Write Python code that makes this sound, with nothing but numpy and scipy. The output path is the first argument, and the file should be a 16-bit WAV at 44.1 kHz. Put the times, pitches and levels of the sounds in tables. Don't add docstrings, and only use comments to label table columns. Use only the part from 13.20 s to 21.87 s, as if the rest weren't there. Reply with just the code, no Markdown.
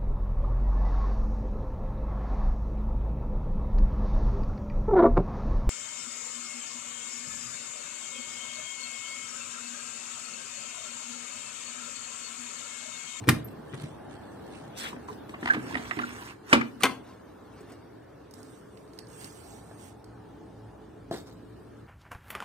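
import sys
import numpy as np
from scipy import signal
from scipy.io import wavfile
from scipy.ndimage import uniform_filter1d, map_coordinates

SR = 44100
rng = np.random.default_rng(int(sys.argv[2]) if len(sys.argv) > 2 else 0)


def wav_out(sig):
    wavfile.write(sys.argv[1], SR, np.round(np.clip(np.atleast_2d(sig).T, -1, 1) * 32767).astype(np.int16))


def invert_db(x):
    u = np.asarray(x, float) / 20
    return 10 ** u


N = 382347

EDGES = 28 * 2 ** np.arange(0, 9.3, 1 / 3)
CENTRES = np.sqrt(EDGES[1:] * EDGES[:-1])

# [t/s, peak level/dB, boom level/dB, sizzle level/dB, left-right level/dB]
DOOR_BLOWS = [
    (0.038, -42.5, -18, -27, 16),
    (0.072, -25.5, -3, -19, 3),
    (0.0794, -19.5, 2, -11, -2),
    (0.088, 1, -18, -14.5, 1.5),
    (0.0897, -14.5, -11.5, -7.5, -5.5),
    (0.121, -24, 1, -34.5, 0),
    (0.534, -29, -9, -34, 6.5),
    (0.541, -32, -4, -26, -2),
    (0.614, -41, -7, -6, -1),
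    (0.634, -46.5, 14.5, -2, 0),
]
# [t/s, peak level/dB, boom level/dB, sizzle level/dB, left-right level/dB]
LATCH_PING = [
    (0.244, -39.5, -23, 0.5, 1),
]
# [t/s, peak level/dB, boom level/dB, sizzle level/dB]
DRAWER_BLOWS = [(1.73, -40, -1.5, -42), (1.762, -39, -4, -33), (1.885, -37, -14, -28), (1.927, -43, -8, 17),
                (2.093, -36, -8, 0), (2.142, -29, -13.5, -56), (2.227, -26.5, -3.5, -62),
                (2.257, -18.5, -17.5, -16), (2.274, -20.5, -23, -29), (2.286, -20.5, -33, -29),
                (2.344, -18.5, -11, -28), (2.367, -31, 7.5, -44), (2.39, -40, 3, -44), (2.43, -43, 12, -38),
                (2.524, -32, -6, -30), (2.543, -29, -3, -40), (2.554, -21.5, -7, -26),
                (2.71, -21, -40, -40), (2.7145, -35, -37, -39), (2.77, -32, 3.5, -41),
                (2.79, -24.5, -12.5, -18)]
# [t/s, peak level/dB, left-right level/dB]
RUNNER_TICKS = [(2.2293, -46, 2), (2.2577, -36, 9), (2.2752, -34, 9), (2.3071, -33, 2), (2.336, -31, -1),
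                (2.3425, -35, -1), (2.544, -29, -2), (2.5525, -29, 2), (2.7097, -32, 6), (2.7885, -30, 1),
                (2.838, -38.5, 1.5), (2.87, -42, 0), (2.287, -36.5, 4.5), (2.571, -36, 6),
                (2.715, -35, -3.5), (2.818, -41.5, 2)]
# [t/s, peak level/dB, boom level/dB, sizzle level/dB, left-right level/dB]
STOP_BLOWS = [
    (3.3277, 1.5, -6.5, -19, -1),
    (3.331, -5, -7, 1, 3.5),
    (3.342, -16.5, -12.5, -14, 1.5),
    (3.349, -25, 11, -20.5, 1),
    (3.375, -29.5, 12, -30, 0),
    (3.4118, -22, -18, -17, 4),
]
# [t/s, peak level/dB, boom level/dB, sizzle level/dB]
TRAY_BLOWS = [
    (3.634, -7, -18, -8),
    (3.64, -13, -4.5, -14),
    (3.644, -16, -9, -14.5),
    (3.654, -13.5, -8, -16),
    (3.664, -19.5, -31.5, -23),
]
# [t/s, peak level/dB, boom level/dB, sizzle level/dB]
CUP_BLOWS = [
    (4.407, -50, 1, -6),
    (4.498, -51, -17, -7),
    (4.52, -41, -11.5, -14),
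    (6.328, -35.5, -32, -38),
    (6.511, -29.5, -31, -36),
    (7.911, -13.5, -22, -36.5),
    (7.933, -36, -22, -26),
]
# [t/s, peak level/dB, sizzle level/dB]
CUP_SNAPS = [(5.11, -61, -5.5), (5.1384, -56, -4.5), (5.183, -76, -15), (5.23, -60.5, -4),
             (5.573, -40, -40), (5.677, -60, -24), (5.695, -63, -24), (5.734, -50, -26),
             (5.777, -59.5, -16.5), (5.7884, -35.5, -22.5), (5.81, -66, -19), (5.87, -50, -26.5),
             (5.901, -59, -17), (5.932, -56, -20), (6.012, -46.5, -20), (6.044, -38, -20),
             (6.843, -61, -11)]
# [t/s, length/s, f/Hz,
# level/dB, left-right level/dB]
SQUEAKS = [(.0878, 0.0012, 1580, -7, 5), (1.729, 0.0089, 1016, -31, -1), (1.74, 0.016, 420, -42, 0),
           (1.764, 0.0069, 665, -40, 0), (1.884, 0.013, 1010, -32.5, -1), (1.898, 0.011, 1020, -35, -4),
           (1.9, 0.031, 430, -37.5, -1), (2.139, 0.0049, 1080, -31.5, -1), (2.228, 0.0072, 1773, -36, 9.5),
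           (2.299, 0.016, 1602, -10, -1.5), (2.318, .005, 1650, -29, -5), (2.543, 0.0066, 1910, -36, -4.5),
           (2.553, 0.0056, 1950, -23, -4.5), (2.71, 0.0093, 1937, -27.5, -2),
           (2.792, 0.011, 1244, -22, -1.5), (2.812, .016, 1570, -46, -6), (2.834, 0.011, 1434, -21.5, 0.5),
           (3.411, 0.008, 1250, -19.5, 1.5), (3.4105, 0.0059, 1700, -26, 2), (3.413, .008, 2160, -23, 1.5),
           (3.607, 0.011, 1170, -36.5, -4.5), (2.508, 0.0068, 910, -35, -4)]

# [f/Hz, level/dB, time to fall 60 dB/s]
DOOR_RING = [(107.7, -11, 0.42), (125, -3, 0.096), (139.7, 7.5, 0.14), (151.9, 2, 0.069),
             (233.4, -0.5, 0.18), (305, -8, .2), (360.6, -4.5, .15), (483, -16, 0.095), (801, -27, 0.17),
             (1380, -4.5, 0.028), (1830, 0.5, 0.014), (1325, -20.5, 0.037), (1650, -14, 0.026),
             (2380, -1.5, 0.022)]
SPRING_RING = [(12300, -8, 0.04), (12720, 3, 0.074), (12900, -1, 0.084), (12960, -7, 0.17),
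               (13500, -12, 0.04), (13550, -18, .03)]
DRAWER_RING = [(126, -9.5, 0.235), (245, -0.5, 0.34), (306, -2, 0.2), (402, -15, 0.073), (441.4, -27, 0.1),
               (732, -5, 0.05), (998, -35, 0.039), (1230, -14, 0.082), (1580, -19, 0.058),
               (2030, -2.5, 0.043), (2450, -4, 0.02), (3007, -7, 0.043), (3970, -16, 0.037)]
RUNNER_RING = [(1860, 9, 0.015), (3360, -5, 0.0067), (5150, -10, .006)]
STOP_RING = [(127.6, -17.5, .5), (181, -7, 0.06), (234.2, -2, 0.25), (317, 3.5, 0.069), (350, 4.5, 0.068),
             (534.5, -11, 0.065), (666, -12.5, 0.08), (1155, -4, 0.08), (1350, -8, .06),
             (1650, -10.5, 0.092), (2094, -7.5, 0.046), (2380, -3, 0.045), (2960, -7.5, 0.056),
             (3490, -16, 0.033)]
TRAY_RING = [(263, -1, 0.25), (418, 1.5, 0.037), (770, -7.5, 0.096), (1027, -9.5, 0.21),
             (1099, -2.5, 0.039), (1289, -11.5, 0.081), (1580, -6.5, 0.098), (1890, -12, 0.053),
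             (2080, -7.5, 0.08), (2457, -10, 0.098), (2660, -20, 0.057), (3050, -12.5, 0.08),
             (3381, -9.5, .05), (4320, -13.5, 0.044)]
CUP_RING = [(180.7, -16, 0.11), (318, -13, 0.098), (405, 11.5, 0.097), (665, 0, 0.068), (678, 1, 0.08),
            (755, -9, 0.093), (1065, -12, 0.074), (1280, -2.5, 0.019), (1700, -8, 0.029)]
CUP_WALL_RING = [(4500, 1, 0.0082), (5160, -4.5, 0.012), (8040, -2.5, 0.011)]

# [f/Hz, level/dB per Hz]
DOOR_CRACK = [(60, -12.5), (130, 4), (350, 13.5), (600, -14.5), (1400, -10), (2500, -12.5), (7000, -17),
              (16000, -15.5)]
DRAWER_CRACK = [(80, -8), (300, 18), (500, -6.5), (1200, 0), (2300, -1), (4500, -18.5), (9000, -20),
                (16000, -47)]
STOP_CRACK = [(130, -33), (230, 10), (380, 0), (600, -4.5), (1400, 2), (3000, -7), (6000, -15),
              (16000, -31.5)]
TRAY_CRACK = [(80, -21), (270, 4.5), (1000, -6.5), (2000, -2.5), (4000, -11.5), (8000, -14), (12000, -18.5),
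              (16000, -17)]
CUP_CRACK = [(80, -21), (330, 7), (660, -33), (1100, -73), (2800, -57), (4300, -30.5), (16000, -35.5)]
SNAP_CRACK = [(500, -37), (2000, -11), (3300, -12), (4900, -2), (6500, -1), (8500, -4), (12000, -4),
              (16000, -7)]

# [t/s, hold/s, level/dB]
SLEEVE = [
    (0.291, .001, -66),
    (0.532, .12, -56.5),
    (0.916, .01, -60),
    (1.01, 0.39, -70.5),
    (1.351, .01, -53),
]
# [t/s, hold/s, level/dB]
HAND = [
    (1.562, .01, -60.5),
    (1.577, 0.025, -41),
    (1.61, 0.078, -47.5),
    (1.75, .1, -73),
    (1.882, 0.048, -58.5),
    (2.092, 0.0056, -57),
    (2.21, 0.006, -59),
]
# [t/s, hold/s, level/dB]
PALM = [
    (1.56, 0.096, -97),
    (1.625, 0.019, -45.5),
    (1.661, 0.0098, -40.5),
    (1.67, .012, -46),
]
# [t/s, hold/s, level/dB]
SLIDE = [
    (2.24, 0.105, -52.5),
    (2.36, .1, -59.5),
    (2.471, .64, -52),
    (3.325, .002, -41),
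]
# [t/s, hold/s, level/dB]
JUDDER = [
    (2.272, 0.011, -40),
    (2.305, 0.0073, -41),
    (2.336, 0.015, -41),
    (2.571, 0.013, -43.5),
    (2.654, .005, -46),
    (2.753, 0.0053, -59),
    (2.816, 0.0096, -42.5),
    (2.873, 0.037, -54.5),
]
# [t/s, hold/s, level/dB]
TRAY_TIP = [
    (3.606, 0.012, -54),
    (3.627, .014, -42.5),
]
# [t/s, hold/s, level/dB]
REACH = [
    (3.721, 0.0022, -53),
    (3.871, 0.063, -62.5),
    (4.0, 0.53, -72.5),
    (4.39, 0.0074, -62.5),
    (4.51, .005, -58.5),
    (4.6, 0.44, -90),
]
# [t/s, hold/s, level/dB]
POWDER = [
    (5.15, .25, -65.5),
    (5.45, 0.61, -75),
    (5.575, 0.0093, -65.5),
    (5.737, 0.0085, -70),
    (5.9, 0.48, -59),
    (6.015, 0.042, -51.5),
    (6.399, 0.15, -66),
    (6.6, 0.085, -57),
]
# [t/s, hold/s, level/dB]
CUP_DRAG = [
    (7.93, 0.026, -46.5),
    (8.07, 0.017, -56),
    (8.151, 0.478, -77),
]
# [t/s, hold/s, level/dB of its faint part above 2.5 kHz]
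DRONE = [
    (.8, 0.64, -89.5),
    (6.302, 1.3, -94),
]

# [f/Hz, level/dB per Hz]
SLEEVE_COLOUR = [(500, -0.5), (1000, 14), (3200, 11), (5500, -0.5), (8700, 6.5), (16000, -46.5)]
HAND_COLOUR = [(1200, -20), (3300, -12), (4500, -13), (5500, -12.5), (9000, -15.5), (12000, -22),
               (16000, -15)]
PALM_COLOUR = [(500, -12), (1100, -1.5), (1800, 0), (2400, -1), (3000, -4), (3700, -8), (5000, -26.5)]
SLIDE_COLOUR = [(100, -22.5), (300, 7), (550, -17), (900, 0), (1600, 0), (3200, -12), (6500, -17.5),
                (16000, -29.5)]
JUDDER_COLOUR = [(400, -10), (1200, 9.5), (2000, 7.5), (3500, -1), (5300, -10.5), (7000, -16.5),
                 (16000, -29)]
REACH_COLOUR = [(1000, 0.5), (2000, -8.5), (3700, -15.5), (5600, -18), (9000, -24.5), (16000, -24)]
POWDER_COLOUR = [(1000, 10.5), (2000, 6.5), (4500, 2), (6500, 3.5), (7400, 23), (8500, -2.5), (12000, -8),
                 (16000, 28)]
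DRAG_COLOUR = [(500, 0), (1700, -6), (2200, -16), (3100, -18), (4000, -9.5), (5500, -16), (8000, -18.5),
               (16000, -24)]
DRONE_COLOUR = [(500, -13.5), (820, 13.5), (1150, -19), (2500, -31), (16000, -61)]

# [f/Hz, level/dB per Hz]
YARD_COLOUR = [(18, -37), (64, -2.5), (328, -3.5), (430, -9.5), (1600, -21.5), (2010, -32), (8500, -54.5),
               (16000, -52.5)]
# [t/s, level/dB, brightness/dB per octave]
BACKGROUND_LEVEL = [(0.0, -44, 0.5), (2.17, -44.5, 1.23), (2.44, -41, 1.7), (3.16, -51.5, 1.2), (3.4, -52, 4),
                    (3.702, -49.5, 1.5), (8.67, -50.5, 0)]
# [f/Hz, likeness, 1 = same]
LIKENESS = [(60, 0.79), (180, 1), (550, -0.44), (1650, 1), (4970, -0.51), (15000, -1.1)]
# [f/Hz, width/Hz, level/dB]
HUM = [(57.5, 7.1, -63), (112, 6.2, -59), (292, 33, -57.5), (429.5, 13, -58.5)]
# [t/s, level/dB]
HUM_SWELL = [(0.0, -34), (0.77, -103), (2.73, -55.5), (3.84, -67.5), (7.05, -54), (8.06, -54),
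             (8.67, -52.5)]
# [f/Hz, time to fall 60 dB/s]
ECHO_T60 = [(100, 0.47), (200, 0.59), (1000, 0.27), (4000, 0.25), (12000, 0.19)]
# [f/Hz, width/Hz, level/dB]
PORTS = [(8500, 1500, 4), (7200, 450, -6), (11350, 600, -10)]


def at_hz(points, hz):
    table_hz, values = np.array(points)[:, 0], np.array(points)[:, 1]
    return np.interp(np.log(hz), np.log(table_hz), values)


def noise_bank(size):
    white = rng.standard_normal((2, size)).astype(np.float32)
    bands = []
    for k, edge in enumerate(zip(EDGES, EDGES[1:])):
        sieve = signal.butter(2, edge, "band", fs=SR, output="sos")
        bands.append(signal.sosfilt(sieve, white[k % 2]).astype(np.float32))
    return np.array(bands)


def drift(rate_hz, count, size):
    knots = rng.standard_normal((count, int(size / SR * rate_hz * 2) + 2))
    rows = [np.interp(np.arange(size), np.linspace(0, size, len(row)), row) for row in knots]
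    return np.array(rows) * 0.99


def band_gains(colour, from_hz):
    gain = invert_db(at_hz(colour, CENTRES))
    power = gain ** 2 * np.diff(EDGES) / (SR / 2)
    return gain / np.sqrt(power[CENTRES > from_hz].sum())


def narrow_band(hz, width_hz):
    r = np.exp(-np.pi * width_hz / SR)
    return [1, -2 * r * np.cos(2 * np.pi * hz / SR), r * r], r


def add(out, sound, s, pan_db, lag):
    bass = signal.sosfilt(signal.butter(1, 500, fs=SR, output="sos"), sound)
    for channel, late, side in ((0, max(lag, 0), 1), (1, max(-lag, 0), -2.1)):
        start = round(s * SR) + round(late)
        part = (bass + (sound - bass) * invert_db(side * pan_db))[:N - start]
        out[channel, start:start + len(part)] += part


def placed(blows, pan_db, pan_db_per_s):
    return [blow + (pan_db + pan_db_per_s * (blow[0] - blows[0][0]),) for blow in blows]


def hardness(hz, boom_db, sizzle_db):
    corners = np.log([350, 800, 2500, 7000])
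    return invert_db(np.interp(np.log(hz), corners, [boom_db, 0, 0, sizzle_db + 12.0]))


def struck(out, bank, blows, modes, crack, ring_db, crack_db, crack_s, rattle_db, rattle_s, rise_s, lag):
    t = np.arange(SR // 3) / SR
    hz, level_db, t60 = np.transpose(modes)[:, :, None]
    chance = rng.random((len(blows), len(modes) + 1))
    slower = (CENTRES[:, None] / 2000) ** -.3
    dying = invert_db(-60 * t / (crack_s * slower)) + invert_db(rattle_db - 60 * t / (rattle_s * slower))
    dying = dying + invert_db(8.0 - 60 * t / 0.0011)
    buzz = invert_db(5 * np.clip(t / .04, 0, 1) * drift(45, count=len(modes), size=len(t)))
    contact = 1 - np.exp(-t / rise_s)
    for (s, peak_db, boom_db, sizzle_db, pan_db), luck in zip(blows, chance):
        mode_db = level_db + 8.4 * luck[1:, None] - 60 * t / t60
        rings = buzz * hardness(hz, boom_db, sizzle_db) * invert_db(mode_db) * np.sin(2 * np.pi * hz * t)
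        first = int(luck[0] * (N - len(t)))
        colour = band_gains(crack, 700) * np.minimum(hardness(CENTRES, boom_db, sizzle_db), 2)
        burst = (colour[:, None] * dying * bank[:, first:first + len(t)]).sum(0)
        sound = invert_db(ring_db) * rings.sum(0) + invert_db(crack_db) * burst
        add(out, invert_db(peak_db) * contact * sound, s, pan_db, lag)


def stroked(strokes, rise_s, fall_s):
    first = min(row[0] for row in strokes) - 2 * rise_s
    last = max(row[0] + row[1] for row in strokes) + 2 * fall_s
    t = np.arange(int(first * SR), min(int(last * SR), N)) / SR
    power = np.zeros(len(t))
    for s, hold, level_db in strokes:
        decades = np.clip(s - t, 0, None) / rise_s + np.clip(t - s - hold, 0, None) / fall_s
        power = power + (invert_db(level_db) / 10 ** np.minimum(decades, 10)) ** 2
    return t, np.sqrt(power)


def rubbed(out, bank, rows, colour, rise_s, fall_s, grain_db, grain_hz, pan_db, lag, patch_db=3.0):
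    t, speed = stroked(rows, rise_s, fall_s)
    flurry = grain_db * drift(grain_hz, count=1, size=len(t))
    flurry = flurry + patch_db * drift(25, count=len(CENTRES), size=len(t))
    gain = band_gains(colour, 2500)[:, None] * np.exp(flurry * (np.log(10) / 20))
    for first, spot_db, spot_lag in ((0, -2.5, lag), (N - len(t), -4, lag * 0.5)):
        sound = (gain * bank[:, first:first + len(t)]).sum(0)
        add(out, sound * speed * invert_db(spot_db), t[0], pan_db, spot_lag)


def yard(side):
    t, (s, level_db, tilt_db) = np.arange(N) / SR, np.transpose(BACKGROUND_LEVEL)
    alike = np.clip(at_hz(LIKENESS, CENTRES), 0, 1)
    out = np.zeros((2, N))
    tilt, patches = np.interp(t, s, tilt_db), drift(4, count=len(CENTRES), size=N)
    gains, middle = band_gains(YARD_COLOUR, 100), noise_bank(size=N)
    for hz, gain, c, m, d, patch in zip(CENTRES, gains, alike, middle, side, patches):
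        sway_db = tilt * np.log2(hz / 400) + 2.0 * patch
        sway = gain * np.exp(sway_db * (np.log(10) / 20)) / np.sqrt(1 + c)
        out += sway * (np.sqrt(1 + c) * m + np.sqrt(1 - c) * d[::-1] * [[1], [-1]])
    out *= invert_db(np.interp(t, s, level_db))
    swell = invert_db(np.interp(t, *np.transpose(HUM_SWELL)) + 62.5)
    for hz, width_hz, hum_db in HUM:
        poles, _ = narrow_band(hz, width_hz)
        band = signal.lfilter([1, 0, -1], poles, rng.standard_normal(N))
        out += invert_db(hum_db) * band / band.std() * swell ** np.clip(80 / hz, 0, 1)
    return out


def far_vehicle(out, bank):
    rubbed(out, bank, DRONE, DRONE_COLOUR, rise_s=.4, fall_s=.4, grain_db=.3, grain_hz=8,
           pan_db=0, lag=5, patch_db=.3)


def door(out, bank):
    struck(out, bank, DOOR_BLOWS, DOOR_RING, DOOR_CRACK, ring_db=-10.5, crack_db=-6.5, crack_s=0.038,
           rattle_db=-19.5, rattle_s=0.14, rise_s=0.0028, lag=1.2)


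def walls(dry, bank):
    t = np.arange(SR // 2) / SR
    fall = invert_db(-60 * t / at_hz(ECHO_T60, CENTRES)[:, None]) * np.clip((t - .004) * 100, 0, 1)
    alike = np.clip(at_hz(LIKENESS, CENTRES), 0, 1)[:, None]
    mid = np.sqrt(1 + alike) * bank[:, SR:SR + len(t)]
    side = np.sqrt(1 - alike) * bank[:, 3 * SR:3 * SR + len(t)]
    echoes = np.array([(fall * (mid + side)).sum(0), (fall * (mid - side)).sum(0)])
    echoes = echoes / np.sqrt((echoes ** 2).sum(1))[:, None]
    return signal.fftconvolve(dry, echoes, axes=1)[:, :N]


def squeaks(out):
    for s, length, hz, level_db, pan_db in SQUEAKS:
        t = np.arange(round(length * SR)) / SR
        turn = 2 * np.pi * hz * t
        pair = np.sin(turn) + .45 * np.sin(1.08 * turn)
        chirp = pair + invert_db(-38) * np.sin(2 * turn) + invert_db(-44) * np.sin(4 * turn)
        add(out, invert_db(level_db) * chirp * np.sin(np.pi * t / length) ** 0.55, s, pan_db, lag=12)


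def latch(out, bank):
    struck(out, bank, LATCH_PING, SPRING_RING, SNAP_CRACK, ring_db=-13, crack_db=-32, crack_s=0.023,
           rattle_db=-21, rattle_s=.1, rise_s=0.0015, lag=3)


def sleeve(out, bank):
    rubbed(out, bank, SLEEVE, SLEEVE_COLOUR, rise_s=0.088, fall_s=0.13, grain_db=5.0, grain_hz=146,
           pan_db=-1.0, lag=8)


def hand(out, bank):
    rubbed(out, bank, PALM, PALM_COLOUR, rise_s=0.087, fall_s=0.043, grain_db=3, grain_hz=605,
           pan_db=1.0, lag=22, patch_db=4.0)
    rubbed(out, bank, HAND, HAND_COLOUR, rise_s=0.014, fall_s=.06, grain_db=2.5, grain_hz=266,
           pan_db=-1.0, lag=22, patch_db=2.6)


def drawer_knocks(out, bank):
    blows = placed(DRAWER_BLOWS, pan_db=3.0, pan_db_per_s=-6.0)
    struck(out, bank, blows, DRAWER_RING, DRAWER_CRACK, ring_db=-9.0, crack_db=-2.0, crack_s=0.028,
           rattle_db=-18.5, rattle_s=0.065, rise_s=0.00118, lag=9.3)


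def runner_grit(out, bank):
    ticks = [(s, db, -20, -14, pan_db) for s, db, pan_db in RUNNER_TICKS]
    struck(out, bank, ticks, RUNNER_RING, JUDDER_COLOUR, ring_db=-6, crack_db=1.0, crack_s=0.012,
           rattle_db=-27, rattle_s=0.026, rise_s=0.00025, lag=11)


def drawer_slide(out, bank):
    rubbed(out, bank, SLIDE, SLIDE_COLOUR, rise_s=.055, fall_s=0.049, grain_db=2.5, grain_hz=353,
           pan_db=-1.0, lag=12)
    rubbed(out, bank, JUDDER, JUDDER_COLOUR, rise_s=.004, fall_s=0.0071, grain_db=1.5, grain_hz=400,
           pan_db=0.0, lag=12)


def drawer_stop(out, bank):
    struck(out, bank, STOP_BLOWS, STOP_RING, STOP_CRACK, ring_db=-14.0, crack_db=-1.5, crack_s=0.017,
           rattle_db=-13.5, rattle_s=0.12, rise_s=0.0013, lag=11.64)


def tray(out, bank):
    rubbed(out, bank, TRAY_TIP, TRAY_CRACK, rise_s=0.01, fall_s=0.0095, grain_db=5.0, grain_hz=200,
           pan_db=-2, lag=-2.5)
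    blows = placed(TRAY_BLOWS, pan_db=0.9, pan_db_per_s=0)
    struck(out, bank, blows, TRAY_RING, TRAY_CRACK, ring_db=-9.5, crack_db=-5.5, crack_s=0.044,
           rattle_db=-11.0, rattle_s=0.04, rise_s=0.00025, lag=-1.2)


def reach(out, bank):
    rubbed(out, bank, REACH, REACH_COLOUR, rise_s=.08, fall_s=.07, grain_db=1.0, grain_hz=159,
           pan_db=0.5, lag=-2.0)


def cup(out, bank):
    blows = placed(CUP_BLOWS, pan_db=-1.0, pan_db_per_s=0.5)
    struck(out, bank, blows, CUP_RING, CUP_CRACK, ring_db=-15.0, crack_db=-15.5, crack_s=0.0084,
           rattle_db=3.0, rattle_s=0.11, rise_s=0.00042, lag=5.9)
    snaps = [(s, db, -29, sizzle_db, -2.5) for s, db, sizzle_db in CUP_SNAPS]
    struck(out, bank, snaps, CUP_WALL_RING, SNAP_CRACK, ring_db=5.5, crack_db=0.5, crack_s=0.038,
           rattle_db=-10, rattle_s=.06, rise_s=0.00035, lag=14)


def powder(out, bank):
    rubbed(out, bank, POWDER, POWDER_COLOUR, rise_s=.05, fall_s=.06, grain_db=2, grain_hz=860,
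           pan_db=-2.0, lag=15, patch_db=0.2)


def cup_drag(out, bank):
    rubbed(out, bank, CUP_DRAG, DRAG_COLOUR, rise_s=.015, fall_s=0.076, grain_db=3.5, grain_hz=206.0,
           pan_db=-0.3, lag=6)


def scene():
    near, chirps, bank = np.zeros((2, N)), np.zeros((2, N)), noise_bank(size=N)
    for source in (far_vehicle, door, latch, sleeve, hand, drawer_knocks, runner_grit, drawer_slide,
                   drawer_stop, tray, reach, cup, powder, cup_drag):
        source(near, bank)
    squeaks(chirps)
    echoes = walls(near + invert_db(-4.0) * chirps, bank)
    return near + chirps + invert_db(-14) * echoes + yard(bank)


def speckle_treble(x, depth_db, cell_hz, cell_s, open_db):
    hz, s, cells = signal.stft(x, SR, nperseg=1024)
    knots = rng.standard_normal((300, 400))
    grid = np.meshgrid(hz / cell_hz, s / cell_s, indexing="ij")
    speckle = map_coordinates(knots, grid, order=1, mode="wrap")
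    power = np.abs(cells) ** 2
    level_db = 10 * np.log10(power.sum((0, 1)) + 1e-12)
    treble_db = 10 * np.log10(power[:, hz > 3000].sum((0, 1)) + 1e-12)
    depth = depth_db * np.clip((hz[:, None] - 1200) / 2600, 0, 1)
    depth = depth * np.clip((open_db - level_db) / 8, 0, 1)
    jump_db = treble_db - uniform_filter1d(treble_db, size=9)
    depth = depth * np.clip(1 - jump_db / 3, 0, 1)
    gain = invert_db(depth * np.minimum(speckle, .5))
    return signal.istft(cells * gain, SR, nperseg=1024)[1][:, :N]


def top_cut(x):
    return signal.sosfilt(signal.butter(12, 15900, fs=SR, output="sos"), x)


def record(dry):
    x = signal.sosfilt(signal.butter(4, 62, "high", fs=SR, output="sos"), dry)
    for hz, width_hz, port_db in PORTS:
        poles, r = narrow_band(hz, width_hz)
        band = signal.lfilter((1 - r * r) / 2 * np.array([1, 0, -1]), poles, x)
        x = x + (invert_db(port_db) - 1) * band
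    x = speckle_treble(x, depth_db=14, cell_hz=100, cell_s=.028, open_db=-24)
    mix = 1.071 * np.tanh(x / 1.384)
    return top_cut(mix)


dry = scene()
out = record(dry)
wav_out(out)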